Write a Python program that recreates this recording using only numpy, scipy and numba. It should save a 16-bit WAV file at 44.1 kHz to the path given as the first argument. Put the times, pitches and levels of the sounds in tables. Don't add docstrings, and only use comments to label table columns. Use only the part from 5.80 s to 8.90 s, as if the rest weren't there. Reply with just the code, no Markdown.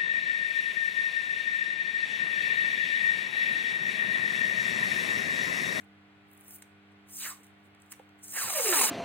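import sys
import numpy as np
from scipy import signal
from scipy.fft import rfft, irfft, next_fast_len
from scipy.io import wavfile
from scipy.ndimage import uniform_filter1d, map_coordinates
from numba import njit

SR = 44100
rng = np.random.default_rng(int(sys.argv[2]) if len(sys.argv) > 2 else 0)


def linear_from_db(decibels):
    return 10 ** (np.asarray(decibels, float) / 20)


def generate_wav(sig):
    pcm = np.round(np.clip(np.atleast_2d(sig).T, -1, 1) * 32767).astype(np.int16)
    wavfile.write(sys.argv[1], SR, pcm)


N = 136710

# (time [s], crackle level [dB])
PEEL_MOVEMENTS = [
    [(0.0, -66), (0.012, -67), (0.03, -86), (0.044, -76), (0.062, -101), (0.07, -95)],
    [(0.47, -91), (0.6, -76.5), (0.67, -68), (0.69, -62.5), (0.73, -58.5), (0.762, -57), (0.775, -69),
     (0.82, -80)],
    [(1.07, -102), (1.088, -101), (1.106, -106), (1.118, -75), (1.15, -108)],
    [(1.25, -100), (1.286, -62.5), (1.378, -41.5), (1.468, -41), (1.514, -49), (1.6, -84)],
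    [(1.6, -72), (1.63, -84), (1.64, -68), (1.764, -99), (1.862, -76), (1.93, -99)],
    [(1.99, -85), (2.016, -77), (2.088, -83), (2.126, -44.5), (2.134, -74), (2.26, -96)],
    [(2.37, -88), (2.416, -71.5), (2.434, -50.5), (2.488, -51.5), (2.57, -36.5)],
    [(2.57, -36.5), (2.77, -34), (2.92, -28), (2.932, -27.5), (3.0, -30), (3.018, -26.5), (3.032, -28.5),
     (3.044, -25.5), (3.1, -32.5)],
]
MOVEMENT_TREBLE = [2, 11.5, -4, 5, 8, 7.5, 5, 3]
# (frequency [Hz], level [dB])
CRACKLE_COLOUR = [(1000, -32), (3600, -23), (5500, -6), (9000, -3), (12500, -8), (14500, -10.5),
                  (15800, -13.5), (16100, -40)]
# (time [s], pitch [Hz], lowest mode over the others [dB], ringing level [dB])
SHORT_PULL = [
    (1.37, 4320, -6, -64),
    (1.405, 4100, -3, -48),
    (1.428, 3640, -1.5, -44),
    (1.446, 2380, 0, -42),
    (1.463, 1850, 3.5, -44),
    (1.49, 1610, 2.5, -49),
    (1.515, 1200, 3.5, -50),
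    (1.58, 1050, -8, -66),
]
# (time [s], pitch [Hz], lowest mode over the others [dB], ringing level [dB])
LONG_PULL = [
    (2.52, 1900, -10.5, -59),
    (2.575, 1700, 3, -38),
    (2.61, 1500, 2.5, -40.5),
    (2.65, 980, -7, -39),
    (2.72, 714, -4.5, -41.5),
    (2.82, 500, 7, -37),
    (2.885, 401, 5, -36),
    (2.944, 323, 1, -33),
    (3.1, 186.7, -10, -34),
]
# (time [s], boost [dB], fade [s])
TUGS = [
    (2.57, 3, .01),
    (2.674, 4, .015),
    (2.735, 4, .006),
    (2.926, 7, .045),
    (2.957, 3, .012),
    (3.012, 9, .008),
    (3.04, 2, .01),
]
STRIP_MODES = [1, 1.6, 2, 3, 4, 5.2, 7, 10]
STRIP_MODE_LEVELS = [0, -11, -16, -12, -14, -16, -18, -18]
# (frequency [Hz], level [dB])
STRIP_RADIATION = [(60, -15), (240, -12.5), (450, -2), (1000, 0.5), (1700, -0.5), (2800, 0), (4400, -1.5),
                   (7000, -16.5)]
# (frequency [Hz], width [Hz], share [ratio])
DESK_DIP = (3400, 350, .6)
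# (time [s], peak [dB])
TICKS = [(0.4867, -61), (0.4898, -72), (0.4956, -69), (0.5014, -65), (0.5069, -58), (0.5145, -46.5),
         (0.5223, -58), (0.5284, -56), (0.532, -48), (0.536, -44), (0.5478, -53), (0.5523, -57),
         (0.5682, -58), (0.5767, -46), (0.5918, -64), (0.5953, -55), (0.5986, -64), (0.6046, -49),
         (0.6104, -40), (0.617, -51), (0.622, -57), (0.6318, -63), (0.6392, -53), (0.6438, -53),
         (0.6486, -49), (0.6598, -58), (0.6664, -45), (0.6727, -49), (0.682, -39.5), (0.692, -45),
         (0.6973, -46), (0.7084, -34), (0.7223, -44), (0.7434, -51), (0.7543, -54), (0.7621, -44),
         (0.7846, -42.5), (0.8021, -58)]
# (frequency [Hz], level [dB])
TICK_COLOUR = [(3000, -44), (5500, -15), (8000, -7), (11000, 5.5), (14000, 3.5), (15800, -1), (16100, -32)]
# (time [s], peak [dB], length [s], body under it [dB])
SNAPS = [(0.572, -51, 0.0065, -21), (0.684, -44, 0.003, -21), (0.8209, -33, 0.0052, -10),
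         (1.272, -56, 0.0028, -9), (1.286, -45, 0.0041, -34), (1.296, -47, 0.0053, -12),
         (1.61, -59, 0.0034, -10), (1.632, -46, 0.0056, -22), (1.643, -42.5, 0.0026, -11.5),
         (1.6666, -44, 0.0026, -7), (1.7814, -68, 0.004, -10), (1.948, -52, 0.0027, 0),
         (2, -56, 0.004, -21), (2.02, -42.5, 0.0026, -17), (2.061, -49.5, 0.0022, -22),
         (2.11, -46, 0.0071, -8), (2.1193, -26.5, 0.0033, -12), (2.1254, -29, 0.0018, -6),
         (2.135, -45.5, 0.0046, -0.5), (2.194, -67.5, 0.0025, 18.5), (2.389, -56, 0.0088, -20),
         (2.291, -57.5, 0.0029, 8), (2.433, -33, 0.0017, -26), (2.479, -29.5, 0.0026, -25),
         (2.4823, -24, 0.0016, -23), (2.5056, -29, 0.0035, -21)]
# (frequency [Hz], width [Hz], level [dB])
ROLL_CORE = [(905, 130, 15), (1900, 1500, 13.5), (3000, 900, -40)]
# (frequency [Hz], width [Hz], gain [ratio])
ROLL_RIM = (8450, 340, 1.12)
# (time [s], level [dB], low mode [Hz], 60 dB decay [s])
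KNOCKS = [
    (1.602, -56, 282, .08),
    (1.863, -55.5, 241, .07),
    (2.197, -40, 503, .032),
    (2.644, -46.5, 130.5, 0.12),
    (2.656, -53, 72, 0.14),
    (2.75, -58, 55, 0.12),
]
# (frequency [Hz], likeness [ratio])
TAPE_ALIKE = [(300, .96), (800, .82), (2000, .68), (3500, .68), (4900, .74), (6500, .77), (8000, .92)]
# (frequency [Hz], right over left [dB])
RIGHTWARD = [(150, 0), (400, 4.5), (3000, 4.5), (4700, 0)]
# (frequency [Hz], phase [half turns])
LEFT_LEAD = [(0, 0), (2000, .2), (3000, .33), (5420, 1), (8450, 2), (11750, 3), (14700, 4)]
# (frequency [Hz], level [dB rms])
HUM = [(100, -68.5), (150, -81), (200, -63), (300, -63.5), (400, -73), (450, -80), (600, -83.5), (700, -75),
       (750, -79), (800, -78.5), (1150, -82.5), (1350, -80), (1470, -75.5)]
# (frequency [Hz], level [dB rms])
MOTOR = (94.7, -77)
# (frequency [Hz], level [dB])
FAN_COLOUR = [(25, -18), (100, 3.5), (300, -3), (2200, -1.5), (3500, -9), (6000, -26), (9000, -31),
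              (16000, -36)]
# (frequency [Hz], likeness [ratio])
FAN_ALIKE = [(60, 0.16), (200, 0.2), (500, 0.022), (3500, 0.03), (5000, 0.61)]

TOP_HZ = 15900
MOTTLE_DB = 2.5
WIDTH_AT_500_HZ, WIDTH_GROWS, NARROWEST_HZ = 45, 2.3, 22
TUG_ON_LOWEST = 0.26
BROKEN_DB, WAVER = 3, .012
CORE_HZ, CORE_DB, CORE_OCTAVES, CORE_TUG = 960, 5, .4, 1.1
TICK_DB, TICK_S = 7.5, .0003
UPPER_MODE, UPPER_DB = 1.57, -1.5
ROOM_DB, ROOM_T60_S = -13.5, 0.32
FAN_DB = -61.5
WEAK_MID_DB, WEAK_SIDE_DB = 7.8, 6


def tape():
    short = strip(SHORT_PULL, loose=.8, rasp_db=6, rasp_from_hz=950)
    long = strip(LONG_PULL, loose=.6, rasp_db=6.5, rasp_from_hz=330)
    near = peel() + short + long + snaps() + ticks() + knocks()
    return near + room(near)


def peel():
    clumps = linear_from_db(2 + 1.42 * wobble(45) + 0.9 * wobble(200))
    crackle = mottled(grit(9000, spread_db=1.8, smooth=1.3))
    crackle = unit(filtered(crackle, lambda hz: linear_from_db(along(CRACKLE_COLOUR, hz))))
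    fine = filtered(crackle, lambda hz: 1 / (1 + (11500 / (hz + 1)) ** 8))
    glue = np.zeros(N)
    for rows, treble_db in zip(PEEL_MOVEMENTS, MOVEMENT_TREBLE):
        glue += gain(rows) * (crackle + (linear_from_db(treble_db) - 1) * fine)
    return filtered(clumps * glue, lambda hz: (hz < TOP_HZ) * hz / (hz + 800))


def strip(pull, loose, rasp_db, rasp_from_hz):
    t = np.arange(N) / SR
    s, hz, lowest_db, _ = np.transpose(pull)
    span = (t > s[0]) & (t < s[-1])
    pitch = np.exp(np.interp(t, s, np.log(hz)) + WAVER * wobble(40))[span]
    tugs_db = sum(db * (t > at) * np.exp(-np.abs(t - at) / fade) for at, db, fade in TUGS)
    shake = grit(5000, spread_db=1.8, smooth=.8) * linear_from_db(1.38 * wobble(60) + tugs_db)
    ring = filtered(linear_from_db(rasp_db) * mottled(shake), lambda f: 1 / (1 + (rasp_from_hz / (f + 1)) ** 4))
    damping_hz = NARROWEST_HZ + loose * WIDTH_AT_500_HZ * (pitch / 500) ** WIDTH_GROWS
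    for k, db in zip(STRIP_MODES, STRIP_MODE_LEVELS):
        width = np.minimum(k ** np.where(k > 4, 1.3, .7) * damping_hz, min(1000 * k, 2500))
        keep = np.exp(-1.5 * np.pi * width / SR)
        if k > 1:
            feed_db = BROKEN_DB * wobble(30.18)
        else:
            feed_db = np.interp(t, s, lowest_db) - (1 - TUG_ON_LOWEST) * tugs_db
        turn = np.exp(2j * np.pi * k * np.cumsum(pitch) / SR)
        fed = (shake * linear_from_db(feed_db))[span] / turn
        mode = ringing(ringing(fed, keep), keep) * turn
        near_core = np.exp(-(np.log2(k * pitch / CORE_HZ) / CORE_OCTAVES) ** 2)
        core_db = (k > 2) * (CORE_DB + CORE_TUG * tugs_db[span]) * near_core
        ring[span] += linear_from_db(db + core_db) * (k * pitch < 9000) * np.sqrt(SR / width) * mode.real

    def radiated(f):
        return linear_from_db(along(STRIP_RADIATION, f)) * (1 - bump(f, *DESK_DIP)) * (f < TOP_HZ)

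    return filtered(gain(pull) * ring, radiated)


def snaps():
    bright, body = np.zeros(N), np.zeros(N)
    t = np.arange(SR // 20) / SR
    for s, db, length, body_db in SNAPS:
        shape = np.exp(-(t / max(length, .001)) ** 2) * (1 - np.exp(-t / 0.0007))
        burst = linear_from_db(db - 2.0) * shape * rng.standard_normal(len(t))
        bright[round(s * SR):][:len(t)] += burst
        body[round(s * SR):][:len(t)] += linear_from_db(body_db - 5.0) * burst

    def core(f):
        total = 0
        for k, (centre, width, db) in enumerate(ROLL_CORE):
            damping = 1j * f * width
            total = total + (-1) ** k * linear_from_db(db) * damping / (centre * centre - f * f + damping)
        return total

    rim = filtered(bright, lambda hz: linear_from_db(along(CRACKLE_COLOUR, hz)) * (1 + bump(hz, *ROLL_RIM)))
    return rim + filtered(body, core)


def ticks():
    out, t = np.zeros(N), np.arange(SR // 200) / SR
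    draws = rng.standard_normal((len(TICKS), len(t))) * np.exp(-t / TICK_S)
    for (s, db), click in zip(TICKS, draws):
        out[round(s * SR):][:len(t)] += linear_from_db(db + TICK_DB) * click / np.abs(click).max()
    return filtered(out, lambda hz: linear_from_db(along(TICK_COLOUR, hz)))


def knocks():
    out, t = np.zeros(N), np.arange(SR // 5) / SR
    for s, db, hz, t60 in KNOCKS:
        modes = np.sin(2 * np.pi * hz * t) + linear_from_db(UPPER_DB) * np.sin(2 * np.pi * UPPER_MODE * hz * t)
        out[round(s * SR):][:len(t)] += linear_from_db(db - 60 * t / t60) * (1 - np.exp(-t * hz / 0.48)) * modes
    return out


def grit(per_s, spread_db, smooth):
    snapping = rng.random(N) < per_s / SR
    threads = snapping * linear_from_db(spread_db * rng.exponential(size=N)) * rng.standard_normal(N)
    return unit(unit(threads) + smooth * rng.standard_normal(N))


def mottled(x):
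    z = signal.stft(x, nperseg=256)[2]
    patches = uniform_filter1d(uniform_filter1d(rng.standard_normal(z.shape), 6, 0), 5, 1)
    return signal.istft(z * linear_from_db(MOTTLE_DB * unit(patches)), nperseg=256)[1][:N]


@njit
def ringing(x, keep):
    out, last = np.empty_like(x), 0j
    for i in range(len(x)):
        last = keep[i] * last + (1 - keep[i]) * x[i]
        out[i] = last
    return out


def room(x):
    t = np.arange(SR // 3) / SR
    tail = rng.standard_normal(len(t)) * linear_from_db(-60 * t / ROOM_T60_S)
    return linear_from_db(ROOM_DB) * signal.fftconvolve(np.pad(x, (150, 0)), tail / np.linalg.norm(tail))[:N]


def background():
    t = np.arange(N) / SR
    hum = np.zeros(N)
    for hz, db in [*HUM, MOTOR]:
        hum += linear_from_db(db + 1.5 + 1.55 * wobble(4.3)) * np.sin(2 * np.pi * (hz * t + rng.random()))
    rush = filtered(rng.standard_normal((2, N)), lambda hz: linear_from_db(along(FAN_COLOUR, hz)))
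    rush = linear_from_db(FAN_DB) * unit(rush)
    return hum * linear_from_db([[-.4], [.4]]) + ports(*rush, FAN_ALIKE, [(100, 0.0044)])


def ports(x, other, alike, rightward):
    side = np.array([[1], [-1]])

    def angle(hz):
        return np.arccos(np.clip(along(alike, hz), 0, 1)) / 2

    def place(hz):
        lead = np.exp(.5j * np.pi * side * np.interp(hz, *np.transpose(LEFT_LEAD)))
        return lead * linear_from_db(-side * along(rightward, hz) / 2)

    shared = filtered(x, lambda hz: np.cos(angle(hz)) * place(hz))
    return shared + filtered(other, lambda hz: side * np.sin(angle(hz)) * place(hz))


def drop_weak_bands(x):
    hz, _, z = signal.stft(np.array([x[0] + x[1], x[0] - x[1]]) / 2, SR, nperseg=2048)
    starts = np.r_[0, np.arange(128, 320, 16), np.arange(320, len(hz), 32)]
    power = np.add.reduceat(np.abs(z) ** 2, starts, axis=1)
    kept = power * linear_from_db([[[2 * WEAK_MID_DB]], [[2 * WEAK_SIDE_DB]]]) > power[::-1]
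    kept[:, 0] = True
    kept = np.repeat(kept, np.diff(np.r_[starts, len(hz)]), axis=1)
    mid, side = signal.istft(z * kept, SR, nperseg=2048)[1][:, :N]
    return np.array([mid + side, mid - side])


def unit(x):
    return x / np.sqrt(np.mean(x ** 2) + 1e-20)


def along(points, hz):
    f, v = np.transpose(points)
    return np.interp(np.log(hz + 1), np.log(f + 1), v)


def wobble(rate):
    return map_coordinates(rng.standard_normal(int(N * rate / SR) + 4), [np.arange(N) * rate / SR])


def filtered(x, response):
    m = next_fast_len(N + SR // 2)
    return irfft(rfft(x, m) * response(np.fft.rfftfreq(m, 1 / SR)), m)[..., :N]


def gain(rows):
    rows = np.array(rows)
    return linear_from_db(np.interp(np.arange(N) / SR, rows[:, 0], rows[:, -1], left=-140, right=-140))


def bump(hz, centre_hz, width_hz, size):
    return size * np.exp(-((hz - centre_hz) / width_hz) ** 2)


def scene():
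    near = tape()
    t = np.arange(SR // 8) / SR
    scatter = rng.standard_normal(len(t)) * linear_from_db(-60 * t / .12)
    reflected = signal.fftconvolve(near, scatter / np.linalg.norm(scatter))[:N]
    return ports(near, reflected, TAPE_ALIKE, RIGHTWARD) + background()


def band_limit(x):
    return signal.sosfilt(signal.butter(12, 16350, fs=SR, output="sos"), x)


def record(dry):
    mix = drop_weak_bands(dry)
    return band_limit(mix)


dry = scene()
out = record(dry)
generate_wav(out)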